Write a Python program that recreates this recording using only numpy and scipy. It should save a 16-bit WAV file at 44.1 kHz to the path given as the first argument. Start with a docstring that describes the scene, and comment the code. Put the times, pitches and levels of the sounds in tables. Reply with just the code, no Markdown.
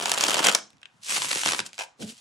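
"""A deck of stiff cards is riffled by hand, close by, above a cloth-covered table in a quiet room.
The edges snap off the thumbs and the cards slap down; the arched deck then cascades together
with a hiss of sliding faces and soft puffs of air. The loose cards clatter and are pushed square,
rubbing with a short, low stick-slip judder."""
import sys
import numpy as np
from scipy import signal
from scipy.fft import rfft, irfft, next_fast_len
from scipy.io import wavfile
from scipy.ndimage import map_coordinates

SR = 44100
rng = np.random.default_rng(int(sys.argv[2]) if len(sys.argv) > 2 else 0)


def unload_wav(signal):
    """Save mono or channel-first audio to the path in sys.argv[1] as 16-bit WAV at rate SR, clipped to [-1, 1]."""
    wavfile.write(
        sys.argv[1],
        SR,
        np.round(np.clip(np.atleast_2d(signal).T, -1, 1) * 32767).astype(np.int16),
    )


N = 97064
EDGE_RING_HZ, FACE_RING_HZ = 5000, 950

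# Cards leaving the thumbs. Each row: start in seconds, snap and slap level in relative dB.
SNAPS = [(0.0238,-26,-44.5),(0.0568,-17,-20.5),(.071,-25.5,-29),(0.084,-27,-34),(0.0953,-16,-27.5),(0.102,-25.5,-29),(0.1166,-9,-20.5),(0.1384,-19,-25.5),(.144,-20.5,-39),(.176,-23,-22),(0.1817,-17.5,-33.5),(.186,-20.5,-41.5),(0.2092,-11.5,-25.5),(0.2226,-22.5,-32),(0.2267,-21.5,-26.5),(0.2354,-25,-18.5),(.238,-9.5,-23),(0.2494,-22,-28),(0.266,-19,-32.5),(0.2826,-16,-28.5),(0.2958,-16,-29),(0.3135,-25,-29.5),(0.3426,-13,-19.5),(.357,-27.5,-27),(0.368,-21,-22.5),(.3733,-23,-33),(.378,-23,-25),(.3825,-21.5,-25.5),(.3912,-17.5,-19),(.394,-18.5,-27.5),(0.399,-29.5,-27),(0.4411,-16.5,-22),(0.4443,-14.5,-18.5),(.448,-12,-31.5),(.4606,-19.5,-15),(.4675,-7.5,-29),(0.4693,-12,-14.5),(0.4848,-13.5,-13.5),(0.4936,-15,-20),(.498,-21,-20),(.515,-20,-28.5),(0.5242,-20,-35.5),(0.5486,-6.5,-19.5),(.551,-13,-23)]
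# Thick packets landing. Each row: start in seconds, level in relative dB.
PLOPS = [(0.154,-34),(0.351,-28.5),(0.37,-29),(.386,-29),(.402,-23.5),(.486,-23.5)]
# Flutter of falling cards. Each row: time in seconds, level in dB.
FLUTTER_LEVEL = [(0,-30.5),(.15,-33),(.2,-29.5),(.32,-25.5),(.37,-31),(.44,-25.5),(.495,-22),(.512,-44),(.545,-27.5),(.57,-39)]
# Snap, slap and flutter spectra. Each row: frequency in Hz, relative level in dB.
SNAP_EQ = [(500,-30),(2000,-8.5),(3200,-6),(4500,1),(6500,0),(10500,-5.5),(16000,-15)]
SLAP_EQ = [(40,-31.5),(200,-15),(650,-1),(1300,-5.5),(2000,-6),(3000,-1),(5000,-24),(12000,-29.5)]
FLUTTER_EQ = [(40,-59),(185,-3.5),(500,-1),(1400,2.5),(2000,-3.5),(3060,2.5),(4000,-5.5),(7500,-6),(14800,-14.5)]

def riffle():
    """Edges snap off the thumbs and cards slap the pile; light ones flutter, packets trap air."""
    start_s, snap_db, slap_db = np.transpose(SNAPS)
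    snaps = contacts(start_s, snap_db - 1.5, hold_s=.00085, t60_s=.0093, ring_hz=EDGE_RING_HZ)
    slaps = contacts(start_s, slap_db - 1, hold_s=.0021, t60_s=.025, ring_hz=FACE_RING_HZ)
    flutter = envelope(FLUTTER_LEVEL) * friction(per_s=420, life_s=.001, spread_db=3.5, smooth_db=-6)
    hits = coloured(snaps, SNAP_EQ, NEAR) + coloured(slaps, SLAP_EQ, NEAR)
    return hits + coloured(flutter, FLUTTER_EQ, NEAR) + air_puffs(*np.transpose(PLOPS))


# Packets leaving the arch. Each row: start in seconds, click and puff level in relative dB.
FALLS = [(1.12,-30,-38),(1.162,-24,-48),(1.169,-25,-43),(1.1774,-29.5,-32),(1.219,-21.5,-42),(1.2442,-26.5,-40),(1.3084,-25.5,-42),(1.3125,-18,-37),(1.329,-21,-41.5),(1.3569,-24,-31),(1.3716,-28.5,-50),(1.434,-22.5,-49),(1.4591,-16.5,-27.5),(1.4733,-20.5,-41),(1.482,-20,-33),(1.4878,-17.5,-46),(1.509,-24,-44),(1.5197,-20,-37),(1.533,-21,-28),(1.5466,-24.5,-33.5),(1.5912,-20,-36),(1.6015,-23,-41)]
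# Sliding faces. Each row: time in seconds, level in relative dB.
HISS_LEVEL = [(1.05,-65),(1.066,-37),(1.1,-29),(1.17,-27.5),(1.275,-32.5),(1.295,-29.5),(1.35,-30.5),(1.46,-29),(1.55,-33.5),(1.6,-34.5),(1.625,-64.5)]
# Hiss and click spectra. Each row: frequency in Hz, relative level in dB.
HISS_EQ = [(30,-53),(230,-13.5),(900,-15),(1120,-9),(2500,-2),(3700,-6.5),(7700,-4.5),(11500,-6.5),(13500,-23)]
CLICK_EQ = [(60,-51),(250,-17),(600,-3),(1150,4),(1900,6.5),(2900,7.5),(7500,-0.5),(10500,-2),(13000,-29)]

def cascade():
    """The arch relaxes: faces hiss past in uneven flaps, packets drop with a click and a puff."""
    start_s, click_db, puff_db = np.transpose(FALLS)
    faces = friction(per_s=450, life_s=.001, spread_db=4, smooth_db=-1)
    flaps = amp(1.6 * wobble(70))
    hiss = coloured(envelope(HISS_LEVEL) * faces * flaps, HISS_EQ, LOOSE)
    clicks = contacts(start_s, click_db + 1.5, hold_s=.0013, t60_s=.017, ring_hz=FACE_RING_HZ)
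    return hiss + coloured(clicks, CLICK_EQ, LOOSE) + air_puffs(start_s, puff_db)


def air_puffs(starts_s, levels_db):
    """Air squeezed out between closing cards: a ragged flap that darkens as it dies."""
    start_hz, end_hz, fall_s, peak_s = 773, 149, .0082, .0023
    out, t = np.zeros(N + SR), np.arange(SR // 12) / SR
    glide_hz = end_hz + (start_hz - end_hz) * np.exp(-t / fall_s)
    shape = t / peak_s * np.exp(1 - t / peak_s)
    for start_s, db in zip(starts_s, levels_db):
        ragged_hz = glide_hz * np.exp(.55 * wobble(700)[:len(t)])
        flap = np.sin(2 * np.pi * np.cumsum(ragged_hz) / SR)
        out[round(start_s * SR):][:len(t)] += amp(db + 2) * shape * flap
    return signal.sosfilt(signal.butter(2, 130, "high", fs=SR, output="sos"), out[:N])


# Edges catching as the halves meet. Each row: start in seconds, level in dB.
CATCHES = [(.83,-37),(.8555,-36)]
# Loose cards knocking. 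Each row: start in seconds, tick and tap level in relative dB.
TICKS = [(.704,-46.5,-63.5),(0.731,-52.5,-65),(0.769,-57.5,-67),(0.782,-59.5,-74),(.816,-53,-60),(1.6544,-52,-44.5),(1.6629,-27.5,-49.5),(1.691,-46,-55),(1.7313,-35,-50),(1.743,-44,-57),(1.7801,-32.5,-37.5),(1.7897,-27,-28),(1.797,-34,-28),(1.8082,-30,-26.5),(1.8181,-33.5,-31),(1.8347,-49,-34.5),(2.0221,-50.5,-38)]
# Catch, tick and tap spectra. Each row: frequency in Hz, relative level in dB.
CATCH_EQ = [(100,-40),(800,-17),(1600,-1),(2300,-3),(2750,3),(3600,3),(4300,-13),(8500,-19),(13000,-42)]
TICK_EQ = [(500,-30),(2500,-3),(7000,-4),(16000,-24)]
TAP_EQ = [(50,-50),(480,-9.5),(680,-3),(900,-1),(1220,-13.5),(1560,3.5),(1900,-9.5),(2400,6.5),(3000,-1),(4000,-15),(10000,-23.5)]

def clatter():
    """Loose cards catch, tick and tap hollowly between the hands."""
    start_s, tick_db, tap_db = np.transpose(TICKS)
    catches = contacts(*np.transpose(CATCHES), hold_s=.0007, t60_s=.017, ring_hz=3100, ring_spread=0)
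    ticks = contacts(start_s, tick_db + 2, hold_s=.00046, t60_s=.0055, ring_hz=EDGE_RING_HZ)
    taps = contacts(start_s, tap_db, hold_s=.002, t60_s=.03, ring_hz=FACE_RING_HZ)
    edges = coloured(catches, CATCH_EQ, LOOSE) + coloured(ticks, TICK_EQ, NEAR)
    return edges + coloured(taps, TAP_EQ, LOOSE)


# Cards rubbing. Each row: time in seconds, level in dB.
SLIDE_LEVEL = [(.7,-80),(.9,-77.5),(1.012,-68.5),(1.034,-43.5),(1.09,-37),(1.63,-75.5),(1.665,-36),(1.68,-55),(1.715,-81),(1.745,-52),(1.775,-59.5),(1.795,-37),(1.84,-44.5),(1.87,-72),(1.96,-88),(1.99,-60),(2.02,-37),(2.06,-50),(2.105,-41),(2.145,-55.5),(2.2,-53)]
# Rub spectrum. Each row: frequency in Hz, relative level in dB.
SLIDE_EQ = [(60,-16),(500,-20),(2900,4),(8000,2),(12000,-1),(16000,-33.5)]

def slide():
    """Cards rub as the deck is pushed square."""
    rub = friction(per_s=560, life_s=.0012, spread_db=6, smooth_db=.5)
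    return coloured(envelope(SLIDE_LEVEL) * rub, SLIDE_EQ, LOOSE)


# Stick-slip tone and scuff against the hand. Each row: time in seconds, level in dB.
JUDDER_LEVEL = [(2.018,-55.5),(2.042,-29.5),(2.063,-45.5),(2.085,-42.5),(2.102,-43),(2.115,-76),(2.128,-52),(2.16,-81)]
SCUFF_LEVEL = [(1.985,-77),(1.998,-45),(2.028,-39.5),(2.06,-52),(2.12,-60.5),(2.15,-81)]
# Stick-slip partials. Each row: harmonic number, relative level in dB.
JUDDER_PARTIALS = [(1,0),(2,-13),(3,-22)]
# Scuff spectrum. Each row: frequency in Hz, relative level in dB.
SCUFF_EQ = [(40,-42),(130,-8.5),(550,-8.5),(1000,-28),(3000,-40)]

def judder():
    """The deck scuffs, then sticks and slips at an unsteady low pitch as it is squared."""
    pitch_hz = 223 * (1 + .06 * wobble(110))
    phase = 2 * np.pi * np.cumsum(pitch_hz) / SR
    tone = unit(sum(amp(db) * np.sin(k * phase) for k, db in JUDDER_PARTIALS))
    scuff = coloured(rng.standard_normal((2, N)), SCUFF_EQ, NEAR)
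    return envelope(JUDDER_LEVEL) * tone + envelope(SCUFF_LEVEL) * scuff


# Hand bumps. Each row: start in seconds, level in dB.
BUMPS = [(0.734,-55.5),(0.939,-61),(0.989,-63),(1.2,-46.5),(1.251,-47.5),(1.469,-39.5),(1.593,-45),(1.618,-66),(2.022,-39)]
# Bump spectrum. Each row: frequency in Hz, relative level in dB.
BUMP_EQ = [(55,-41),(110,-1),(260,-3.5),(700,-62)]

def bumps():
    """Hands and deck meet with soft, low thuds."""
    thuds = contacts(*np.transpose(BUMPS), hold_s=.0045, t60_s=.13, ring_hz=FACE_RING_HZ)
    return coloured(thuds, BUMP_EQ, LOOSE)


# Room decay. Each row: frequency in Hz, T60 in seconds.
ROOM_T60 = [(100,0.55),(240,.45),(400,0.3),(1000,0.22),(3000,0.25),(7000,0.27),(14000,0.091)]
# Tail spectrum. Each row: frequency in Hz, relative level in dB.
ROOM_EQ = [(50,-20),(170,-4),(1000,1),(3000,-5.5),(8000,-7.5)]
# Tail width. Each row: frequency in Hz, left-right likeness.
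ROOM_LIKENESS = [(130,0.96),(500,0.18),(2000,0.37),(7000,0.81)]

def room_tail(dry):
    """A small room's reverberation; the lows linger longest."""
    hz, t, noise = signal.stft(rng.standard_normal((2, SR * 3 // 4)), SR, nperseg=512)
    decay = amp(-60 * t / at_hz(ROOM_T60, hz)[:, None])
    decay /= np.sqrt(np.sum(decay ** 2, axis=1, keepdims=True) * 256)
    tail = signal.istft(noise * decay, SR, nperseg=512)[1]
    tail = np.pad(tail, ((0, 0), (180, 0)))  # 4 ms pre-delay
    wet = signal.fftconvolve(dry.mean(0)[None], tail, axes=1)[:, :N]
    return amp(-10.5) * coloured(wet, ROOM_EQ, ROOM_LIKENESS)


# Background spectrum. Each row: frequency in Hz, relative level in dB.
FLOOR_EQ = [(25,-14.5),(120,2),(400,-5),(1000,1),(2000,-5),(7000,-19.5),(15000,-56)]

def noise_floor():
    """Faint, steady, dull noise."""
    return amp(-66.5) * coloured(rng.standard_normal((2, N)), FLOOR_EQ, NEAR)


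def contacts(starts_s, levels_db, hold_s, t60_s, ring_hz, ring_spread=.55):
    """Short scraping bursts that hold, then die away, each with a mild resonance."""
    rise_s = .00025
    out, t = np.zeros((2, N + SR)), np.arange(SR // 5) / SR
    shape = (1 - np.exp(-t / rise_s)) * amp(-60 * np.maximum(t - hold_s, 0) / t60_s)
    for start_s, db in zip(starts_s, levels_db):
        hz = ring_hz * np.exp(ring_spread * rng.uniform(-1.11, 1))
        scrape = np.sign(rng.standard_normal((2, len(t))))
        ring = signal.lfilter(*signal.iirpeak(hz, Q=3, fs=SR), scrape)
        out[:, round(start_s * SR):][:, :len(t)] += amp(db) * shape * unit(scrape + .8 * ring)
    return out[:, :N]


def friction(per_s, life_s, spread_db, smooth_db):
    """Many tiny catches of uneven size over a smooth rush, at rms 1."""
    onsets = rng.random(N) < per_s / SR
    sizes = onsets * amp(spread_db * np.clip(rng.standard_normal(N), -2, 1.4))
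    power = signal.lfilter([1], [1, -np.exp(-2 / (life_s * SR))], sizes ** 2)
    gain = np.sqrt(power / power.mean() + amp(smooth_db) ** 2)
    return unit(gain * rng.standard_normal((2, N)))


# Two stereo images. Each row: frequency in Hz, left-right likeness (1 alike, -1 opposed).
NEAR = [(100,0.59),(1200,0.49),(2400,-0.12),(4400,.85),(8000,1),(13000,-0.99)]
LOOSE = [(500,0.79),(950,0.72),(1900,-0.38),(3800,0.71),(7500,0.96),(12000,-1.09)]

def coloured(pair, spectrum, likeness):
    """Filter two unrelated signals at unit energy and mix them as mid and side."""
    size = 2 * next_fast_len(N)
    hz = np.fft.rfftfreq(size, 1 / SR)
    gain = unit(amp(at_hz(spectrum, hz)))
    cepstrum = irfft(np.log(gain), size)
    cepstrum[1:size // 2] *= 2
    cepstrum[size // 2 + 1:] = 0
    minimum_phase = np.exp(rfft(cepstrum))
    angle = np.arccos(np.clip(at_hz(likeness, hz), -.98, .98)) / 2
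    mid, side = irfft(rfft(pair, size) * minimum_phase * [np.cos(angle), np.sin(angle)], size)[:, :N]
    return np.array([mid + side, mid - side])


def envelope(rows):
    """Gain per sample, silent from 20 ms outside the rows."""
    times_s, db = np.transpose(rows)
    t = np.arange(N) / SR
    return amp(np.interp(t, times_s, db)) * (t > times_s[0] - .02) * (t < times_s[-1] + .02)


def wobble(knots_per_s):
    """Smooth random curve."""
    knots = rng.standard_normal(int(N * knots_per_s / SR) + 4)
    return map_coordinates(knots, [np.arange(N) * knots_per_s / SR])


def at_hz(rows, hz):
    """Interpolate on a log frequency axis."""
    row_hz, values = np.transpose(rows)
    return np.interp(np.log(hz + 1), np.log(row_hz + 1), values)


def amp(db):
    """Decibels to gain."""
    return 10 ** (np.asarray(db) / 20)


def unit(x):
    """Scale to rms 1."""
    return x / np.sqrt(np.mean(x ** 2) + 1e-20)


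def scene():
    """Riffle, cascade and squaring in the room; the judder, cupped in the hands, stays dry."""
    cards = riffle() + cascade() + clatter() + slide() + bumps()
    return cards + room_tail(cards) + judder() + noise_floor()


def record(dry):
    """Round off the sharpest peaks and cut the highest treble."""
    ceiling, knee, top_hz = .8, 5, 16400
    rounded = dry / (1 + np.abs(dry / ceiling) ** knee) ** (1 / knee)
    size = next_fast_len(N + SR // 2)
    passband = np.fft.rfftfreq(size, 1 / SR) < top_hz
    return irfft(rfft(rounded, size) * passband, size)[:, :N]


dry = scene()
out = record(dry)
unload_wav(out)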